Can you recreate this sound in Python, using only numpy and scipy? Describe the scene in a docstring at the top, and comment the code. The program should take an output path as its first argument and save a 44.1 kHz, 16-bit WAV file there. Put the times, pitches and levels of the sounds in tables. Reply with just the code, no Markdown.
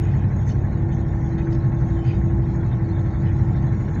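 """Aboard a working vessel: a six-cylinder diesel rumbles through the steel hull, its shaft orders built from sines
whose strongest swell and fade. Every firing knocks with a ring of noise and lets out a burst of clatter.
Other machines hum and one whines, all as wavering tones, in a broad roar of shaped noise.
Rustles of swelling noise and thin squeaks pass near the microphone, over a hiss. Faint treble noise is heard
broken into short narrow patches and thin glints."""
import sys
import numpy as np
from scipy import signal
from scipy.fft import rfft, irfft
from scipy.io import wavfile
from scipy.ndimage import uniform_filter1d

SR = 44100
rng = np.random.default_rng(int(sys.argv[2]) if len(sys.argv) > 2 else 0)


def volts(x):
    """Linear amplitude factor 10**(x/20) for a level x in dB, scalar or array-like."""
    e = np.asarray(x, float) / 20
    return 10 ** e


def unload_audio(sound):
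    """Save the sound as a 16-bit wav file, at the path given as the first command line argument."""
    columns = np.transpose(np.atleast_2d(sound))
    # keep every value between -1 and 1, then stretch to whole-number steps
    steps = np.round(np.clip(columns, -1, 1) * 32767)
    wavfile.write(sys.argv[1], SR, steps.astype(np.int16))


N = 176400  # samples
PATCH_S, PATCH_BINS = 0.02, 2  # flicker patch: length in s, width in bins of 86 Hz


def evened(x):
    """Scales x to an rms of 1."""
    return x / np.sqrt(np.mean(x ** 2) + 1e-20)


def read(points, hz):
    """Reads a spectrum table in dB along log frequency; outside it lies -120 dB."""
    table_hz, value_db = np.transpose(points)
    return np.interp(np.log(hz + 1), np.log(table_hz + 1), value_db, left=-120, right=-120)


def over_time(points):
    """Draws a table of (seconds, value) as a line through every sample."""
    return np.interp(np.arange(N) / SR, *np.transpose(points))


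def slow(top_hz):
    """A slow random drift of rms 1: twelve sines up to top_hz, the slower ones stronger."""
    t = np.arange(0, N + 256, 256) / SR
    drift = 0
    for hz in np.geomspace(top_hz / 10, top_hz, num=12):
        drift = drift + np.sin(2 * np.pi * (hz * t + rng.random())) / np.sqrt(hz)
    return np.interp(np.arange(N) / SR, t, evened(drift))


def coloured(x, points):
    """Filters x by the spectrum of the table."""
    gain = volts(read(points, np.fft.rfftfreq(len(x), 1 / SR)))
    return irfft(rfft(x) * gain, len(x))


def tone(cycles, db):
    """A sine of random phase at a level in dB rms."""
    return np.sqrt(2) * volts(db) * np.sin(2 * np.pi * (cycles + rng.random()))


def flicker(shape, patch_db, stripe_db):
    """Noise whose narrow bands (patch) and whole spectrum (stripe) jump in level every PATCH_S."""
    frames, hz = N // 128 + 5, np.fft.rfftfreq(512, 1 / SR)
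    t = np.arange(frames) * 128 / SR
    block = (t / PATCH_S).astype(int)
    cells = np.clip(rng.standard_normal((frames, 258)), -3, 2)
    patch = cells[block][:, np.arange(257) // PATCH_BINS] * patch_db
    stripe = cells[block, 257:] * stripe_db
    noise = rng.standard_normal((frames, 257)) + 1j * rng.standard_normal((frames, 257))
    spectrum = noise * volts(patch + stripe) * shape(t[:, None], hz)
    return signal.istft(spectrum.T, nperseg=512, noverlap=384)[1][:N]


def roughness(depth, window):
    """A fluttering gain around 1: noise smoothed twice over a window in samples."""
    smooth = uniform_filter1d(rng.standard_normal(N), size=window)
    return 1 + depth * evened(uniform_filter1d(smooth, size=window))


# Engine speed. Each row: time in seconds, engine cycles per second in Hz.
ENGINE_SPEED = [(0, 12.05), (1, 12.04), (1.5, 12.02), (2.5, 12.015), (3.2, 12.025), (4, 12.05)]


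def turns():
    """Engine cycles elapsed: the running sum of the drifting speed."""
    return np.cumsum(over_time(ENGINE_SPEED)) / SR


# The strongest orders, as multiples of the engine cycle.
SWELLING_ORDERS = [5, 8, 10, 11]
# Their levels swell and fade irregularly.
# Each row: time in seconds, then the level of each strong order in dB rms.
SWELL_LEVELS = [(0.0, -24, -25.5, -37, -39), (0.13, -30.5, -24, -29.5, -24), (1.15, -28.5, -28, -38, -32.5),
                (1.22, -41.5, -29, -28.5, -31), (1.85, -28.5, -37, -24.5, -24),
                (1.93, -21, -28.5, -27.5, -44), (2.09, -45.5, -29, -22.5, -18.5),
                (2.16, -27.5, -27, -40, -40.5), (2.27, -28, -24.5, -29, -23.5),
                (2.71, -28.5, -34.5, -22.5, -34.5), (2.96, -37, -21.5, -26, -27),
                (3.17, -27, -38, -30.5, -30), (3.29, -37, -21, -27, -31), (3.36, -22.5, -27.5, -45, -22.5),
                (3.42, -28.5, -19.5, -21.5, -27), (3.54, -27.5, -27.5, -31.5, -37.5),
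                (3.62, -30.5, -28.5, -29.5, -21), (4.0, -43, -27, -42, -35.5)]
# Weaker orders, low and high, carried by the hull, as multiples of the engine cycle.
HULL_ORDERS = [4, 7, 9, 12, 13, 16, 17, 19, 20, 23, 24, 48, 53, 59, 70, 90]
# Level of each hull order in dB rms, before its waver.
HULL_ORDER_DB = [-42, -42.5, -38, -37.5, -33, -37, -41.5, -42.5, -46.5, -60.5, -58, -57.5, -64, -60.5, -58,
                 -58.5]


def orders(u):
    """Shaft orders are sines locked to the engine cycle; the strongest swell and fade, the rest waver."""
    seconds, *levels = np.transpose(SWELL_LEVELS)
    out = np.zeros(N)
    for k, db in zip(SWELLING_ORDERS, levels):
        out += tone(k * u, np.interp(np.arange(N) / SR, seconds, db))
    for k, db in zip(HULL_ORDERS, HULL_ORDER_DB):
        out += tone(k * u, db + 2 * slow(3.02))  # waver of 2 dB rms, up to 3.02 Hz
    return out


# Strength of each cylinder in firing order, in relative dB.
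CYLINDER_LEVELS = [4, 4, 1.5, -1.5, -1.5, -3]
# Spectrum of the knock. Each row: frequency in Hz, relative density in dB per Hz.
KNOCK_SPECTRUM = [(200, -30.5), (300, -8), (500, -12), (850, -5), (1100, -9), (1250, -14.5), (1850, -4.5),
                  (2400, -20), (3500, -44)]
# Spectrum of the clatter. Each row: frequency in Hz, relative density in dB per Hz.
CLATTER_SPECTRUM = [(600, -30.5), (850, -10), (1100, -10), (1250, -7.5), (1550, -3.5), (1850, -2.5),
                    (2200, -8), (2400, -20.5), (2800, -34), (4000, -47)]


def firing(u):
    """Each cylinder excites its own decaying noise ring and opens a gate on the clatter at every firing."""
    first_turn = 0.655  # cycles
    knock_t60 = 0.1  # s for the ring to fall 60 dB
    knock_db, clatter_db = -57, -50  # dB rms, before the surge
    step = (u - first_turn) * 6  # firings elapsed
    cylinder = np.floor(step).astype(int) % 6
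    hit = np.diff(np.floor(step), prepend=np.floor(step[0])) > 0
    t = np.arange(8192) / SR
    knocks = np.zeros(N)
    for k, db in enumerate(CYLINDER_LEVELS):
        ring = rng.standard_normal(len(t)) * volts(db - 60 * t / knock_t60)
        strikes = 1. * (hit & (cylinder == k))
        knocks += signal.oaconvolve(strikes, ring)[:N]
    # the clatter sinks gently from one firing to the next
    gate = volts(np.array(CYLINDER_LEVELS)[cylinder]) * np.exp(-(step % 1) * 0.33)
    noise = flicker(lambda t, hz: volts(read(CLATTER_SPECTRUM, hz)), patch_db=2.5, stripe_db=1.0)
    clatter = uniform_filter1d(gate, 40) * noise
    return volts(knock_db) * evened(coloured(knocks, KNOCK_SPECTRUM)) + volts(clatter_db) * evened(clatter)


# The whine. Each row: time in seconds, pitch in Hz, level in dB rms before its waver.
WHINE_PATH = [(0.049, 338.6, -33.5), (0.14, 334.5, -45.5), (0.579, 335, -39), (0.66, 333.4, -48.5),
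              (0.93, 334.4, -31.5), (1.09, 333.2, -36.5), (1.23, 331.7, -32.5), (2.63, 335.7, -33),
              (2.75, 331.3, -44), (2.8, 331.5, -30), (2.94, 330.5, -34.5), (3.95, 333.6, -36)]
# A low hum that swells and fades. Each row: time in seconds, level in dB rms.
LOW_HUM_LEVELS = [(0, -41), (.3, -39), (.95, -37), (1.9, -37), (2.6, -41), (3.5, -43), (4, -45)]
# Other machines. Each row: pitch in Hz, level in dB rms before its waver, waver in dB.
MACHINE_HUMS = [(171.8, -48, -0.5), (65.1, -40.5, 5), (1808, -63.5, 3.5), (1323, -66, 7.5)]


def machines():
    """Hums are wavering sines of fixed pitch, one swells and fades, and the whine drifts in pitch and level."""
    t = np.arange(N) / SR
    seconds, hz, db = np.transpose(WHINE_PATH)
    whine_cycles = np.cumsum(np.interp(t, seconds, hz)) / SR
    whine = tone(whine_cycles, np.interp(t, seconds, db) + 2 * slow(12.0))  # waver 2 dB rms, up to 12 Hz
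    low_hum = tone(39.1 * t, over_time(LOW_HUM_LEVELS))
    hums = sum(tone(f * t, level + waver * slow(1.51)) for f, level, waver in MACHINE_HUMS)
    return whine + low_hum + hums


# Roar of hull and exhaust. Each row: frequency in Hz, relative density in dB per Hz.
ROAR_SPECTRUM = [(5, -38.5), (15, -13), (28, -17.5), (45, -29.5), (54, -23.5), (60, -10), (67, -4.5),
                 (80, -8), (92, -6.5), (103, -5), (125, -5), (150, -9), (200, -13.5), (250, -19.5),
                 (330, -19.5), (400, -25), (500, -29.5), (700, -31), (850, -29), (950, -35.5), (1100, -36),
                 (1180, -45), (1300, -43.5), (1550, -43.5), (2200, -54), (3000, -69.5)]


def roar():
    """Hull and exhaust give broad low noise, with soft patches drifting in time and frequency."""
    roar_db, patch_db = -24.5, 0.85  # dB rms of the roar, dB rms of the patches
    frames, hz = N // 1024 + 5, np.fft.rfftfreq(4096, 1 / SR)
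    real, imaginary, patch = rng.standard_normal((frames, 2049, 3)).T
    patch = uniform_filter1d(patch, size=8, axis=0)
    patch = evened(uniform_filter1d(patch, size=5, axis=1))
    gain = volts(read(ROAR_SPECTRUM, hz)[:, None] + patch_db * patch)
    spectrum = (real + 1j * imaginary) * gain
    return volts(roar_db) * evened(signal.istft(spectrum, nperseg=4096, noverlap=3072)[1][:N])


# Loose metal the rustles ring. Each row: pitch in Hz, width in Hz, height over the swish in dB (added to it).
METAL_RINGS = [(1900, 200, 6), (2500, 130, 8), (3050, 110, 10), (3650, 110, 11), (4400, 110, 10),
               (4800, 110, 8), (5400, 120, 9), (6300, 250, 10)]
# Swishes. Each row: middle in seconds, length in seconds, relative level in dB, brightest frequency in Hz,
# spread in octaves.
SWISHES = [(0.07, 0.19, -55, 2600, 0.28), (0.225, 0.11, -52, 1900, .4), (0.495, 0.075, -51.5, 6240, 0.2),
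           (0.507, 0.06, -50.5, 2630, 0.6), (0.656, 0.037, -45, 1600, 0.21),
           (0.78, 0.055, -68.5, 4200, .15), (0.928, .06, -58.5, 3080, 0.23), (0.947, .05, -58, 6400, .1),
           (1.39, 0.03, -55.5, 3500, .3), (1.404, 0.067, -46, 1900, 0.23), (1.529, .018, -49.5, 3960, 0.66),
           (1.552, .02, -53, 3970, 0.66), (2.1, 0.15, -48.5, 2500, 0.32), (2.097, .12, -61, 4500, 0.14),
           (2.61, 0.16, -45.5, 1400, .2), (2.729, 0.042, -57.5, 3630, .15),
           (3.278, 0.073, -61.5, 3200, 0.16), (3.28, 0.13, -46, 1850, 0.31), (3.57, 0.096, -61, 3740, .2)]


def rustles():
    """Soft swishes ring loose metal: noise in smooth swells around a brightness, through resonant peaks."""
    def shape(t, hz):
        ring = 1 + sum(volts(db) * np.exp(-(2 * (hz - f) / width) ** 2) for f, width, db in METAL_RINGS)
        edge = ring / (1 + (hz / 7800) ** 16)  # steep fall above 7800 Hz
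        swishes = 0
        for middle, length, db, f, octaves in SWISHES:
            swell = (2 * (t - middle) / length) ** 2 * 1.6
            brightness = (np.log2((hz + 1) / f) / octaves) ** 2 / 2
            level = volts(db) / np.sqrt(f * octaves * 2)  # wider swishes are thinner
            swishes = swishes + level * np.exp(-swell - brightness)
        return edge * swishes
    return 6.8 * flicker(shape, patch_db=3.5, stripe_db=0)


# Thin squeaks. Each row: start in seconds, length in seconds, pitch in Hz,
# level in dB rms before the edges and the flutter.
SQUEAK_TONES = [(.46, 0.053, 6400, -65), (.49, 0.039, 4400, -64), (.49, .035, 3590, -63),
                (1.52, 0.035, 6400, -64), (1.52, 0.03, 5393, -66), (1.98, 0.12, 3050, -63.5),
                (2.06, .06, 4800, -63), (2.06, 0.033, 4460, -68), (2.12, 0.037, 5620, -71),
                (2.135, .045, 3720, -64), (2.14, 0.032, 4800, -67), (3.1, .08, 3710, -68.5),
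                (3.26, 0.07, 3363, -69), (3.54, .05, 4100, -65.5)]


def squeaks():
    """Each is a thin sine with soft 5 ms edges and a rough, fluttering level."""
    out = np.zeros(N)
    for start, length, hz, db in SQUEAK_TONES:
        t = np.arange(int(length * SR)) / SR
        edges = np.clip(np.minimum(t, t[::-1]) / 0.005, 0, 1)
        out[int(start * SR):][:len(t)] += edges * tone(hz * t, db)
    return roughness(0.5, 200) * out


# Faint treble noise. Each row: frequency in Hz, relative density in dB per Hz.
TREBLE_SPECTRUM = [(1000, -34.5), (1800, 0), (2300, 7), (2800, -5), (3650, -2), (4300, -3.5), (4700, -15),
                   (5200, -11), (5700, -6), (6100, -8.5), (6600, 0), (6950, -8.5), (7400, -15), (8200, -22),
                   (9000, -49)]


def treble():
    """Faint treble noise whose narrow bands jump in level, heard as 20 ms patches, with glints."""
    noise = flicker(lambda t, hz: volts(read(TREBLE_SPECTRUM, hz)), patch_db=4.5, stripe_db=2)
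    return volts(-62) * evened(noise) + glints()  # noise at -62 dB rms, before the surge


def glints():
    """Short thin rough sines that start on the flicker's time grid and last whole patches."""
    per_s, low_hz, high_hz = 170, 2500, 7200
    scale_s, longest_s = 0.031, 0.08  # exponential lengths, capped, then rounded up to whole patches
    base_db, spread_db = -70, 4  # before the treble spectrum and a random lift
    rows, out = rng.random((int(per_s * N / SR), 5)), np.zeros(N + SR)
    rough = roughness(0.7, 150)
    for when, pitch, duration, lift, phase in rows:
        hz = low_hz + (high_hz - low_hz) * pitch
        patches = np.ceil(min(-np.log(duration) * scale_s, longest_s) / PATCH_S)
        t = np.arange(int(SR * PATCH_S * patches)) / SR
        edges = np.clip(np.minimum(t, t[::-1]) / 0.0035, 0, 1)
        soft = edges * rough[int(phase * N / 2):][:len(t)]
        start = int(int(when * N / SR / PATCH_S) * PATCH_S * SR)
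        lift_db = spread_db * min(-np.log(lift), 2.4)
        level = volts(base_db + read(TREBLE_SPECTRUM, hz) + lift_db)
        out[start:start + len(t)] += soft * np.sin(2 * np.pi * (hz * t + phase)) * level
    return out[:N]


# Microphone hiss. Each row: frequency in Hz, relative density in dB per Hz.
HISS_SPECTRUM = [(5000, -10.5), (9000, -7), (13500, -10.5), (14800, -2.8), (16000, -1.5)]


def hiss():
    """Microphone hiss: steady noise shaped by its spectrum, at -84 dB rms."""
    return volts(-84) * evened(coloured(rng.standard_normal(N), HISS_SPECTRUM))


# Swell of clatter, knocks and treble with load. Each row: time in seconds, gain in dB.
LOAD_SWELL = [(0, 4), (.25, -2.5), (.6, -1), (1.1, -1.5), (1.4, -0.5), (1.75, -2.5), (2.1, 0.3),
              (2.4, -1.6), (2.9, 0.2), (3.3, 0), (3.6, -2), (4, 0.6)]


def surge():
    """Gain of knocks, clatter and treble: it swells with load and drifts by 0.8 dB rms, up to 4.2 Hz."""
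    return volts(0.8 * slow(4.2) + over_time(LOAD_SWELL))


def scene():
    """Sums engine, machines, roar, rustles, squeaks, treble and hiss into one channel."""
    u = turns()
    surging = surge() * (firing(u) + treble())
    mix = orders(u) + surging + machines() + roar() + rustles() + squeaks() + hiss()
    return mix[None]


def band_limit(x):
    """A steep low-pass at the top of the band."""
    return signal.sosfilt(signal.butter(12, 15760, fs=SR, output="sos"), x)


def record(dry):
    """Sends the finished mix through the last stage."""
    return band_limit(dry)


dry = scene()
out = record(dry)
unload_audio(out)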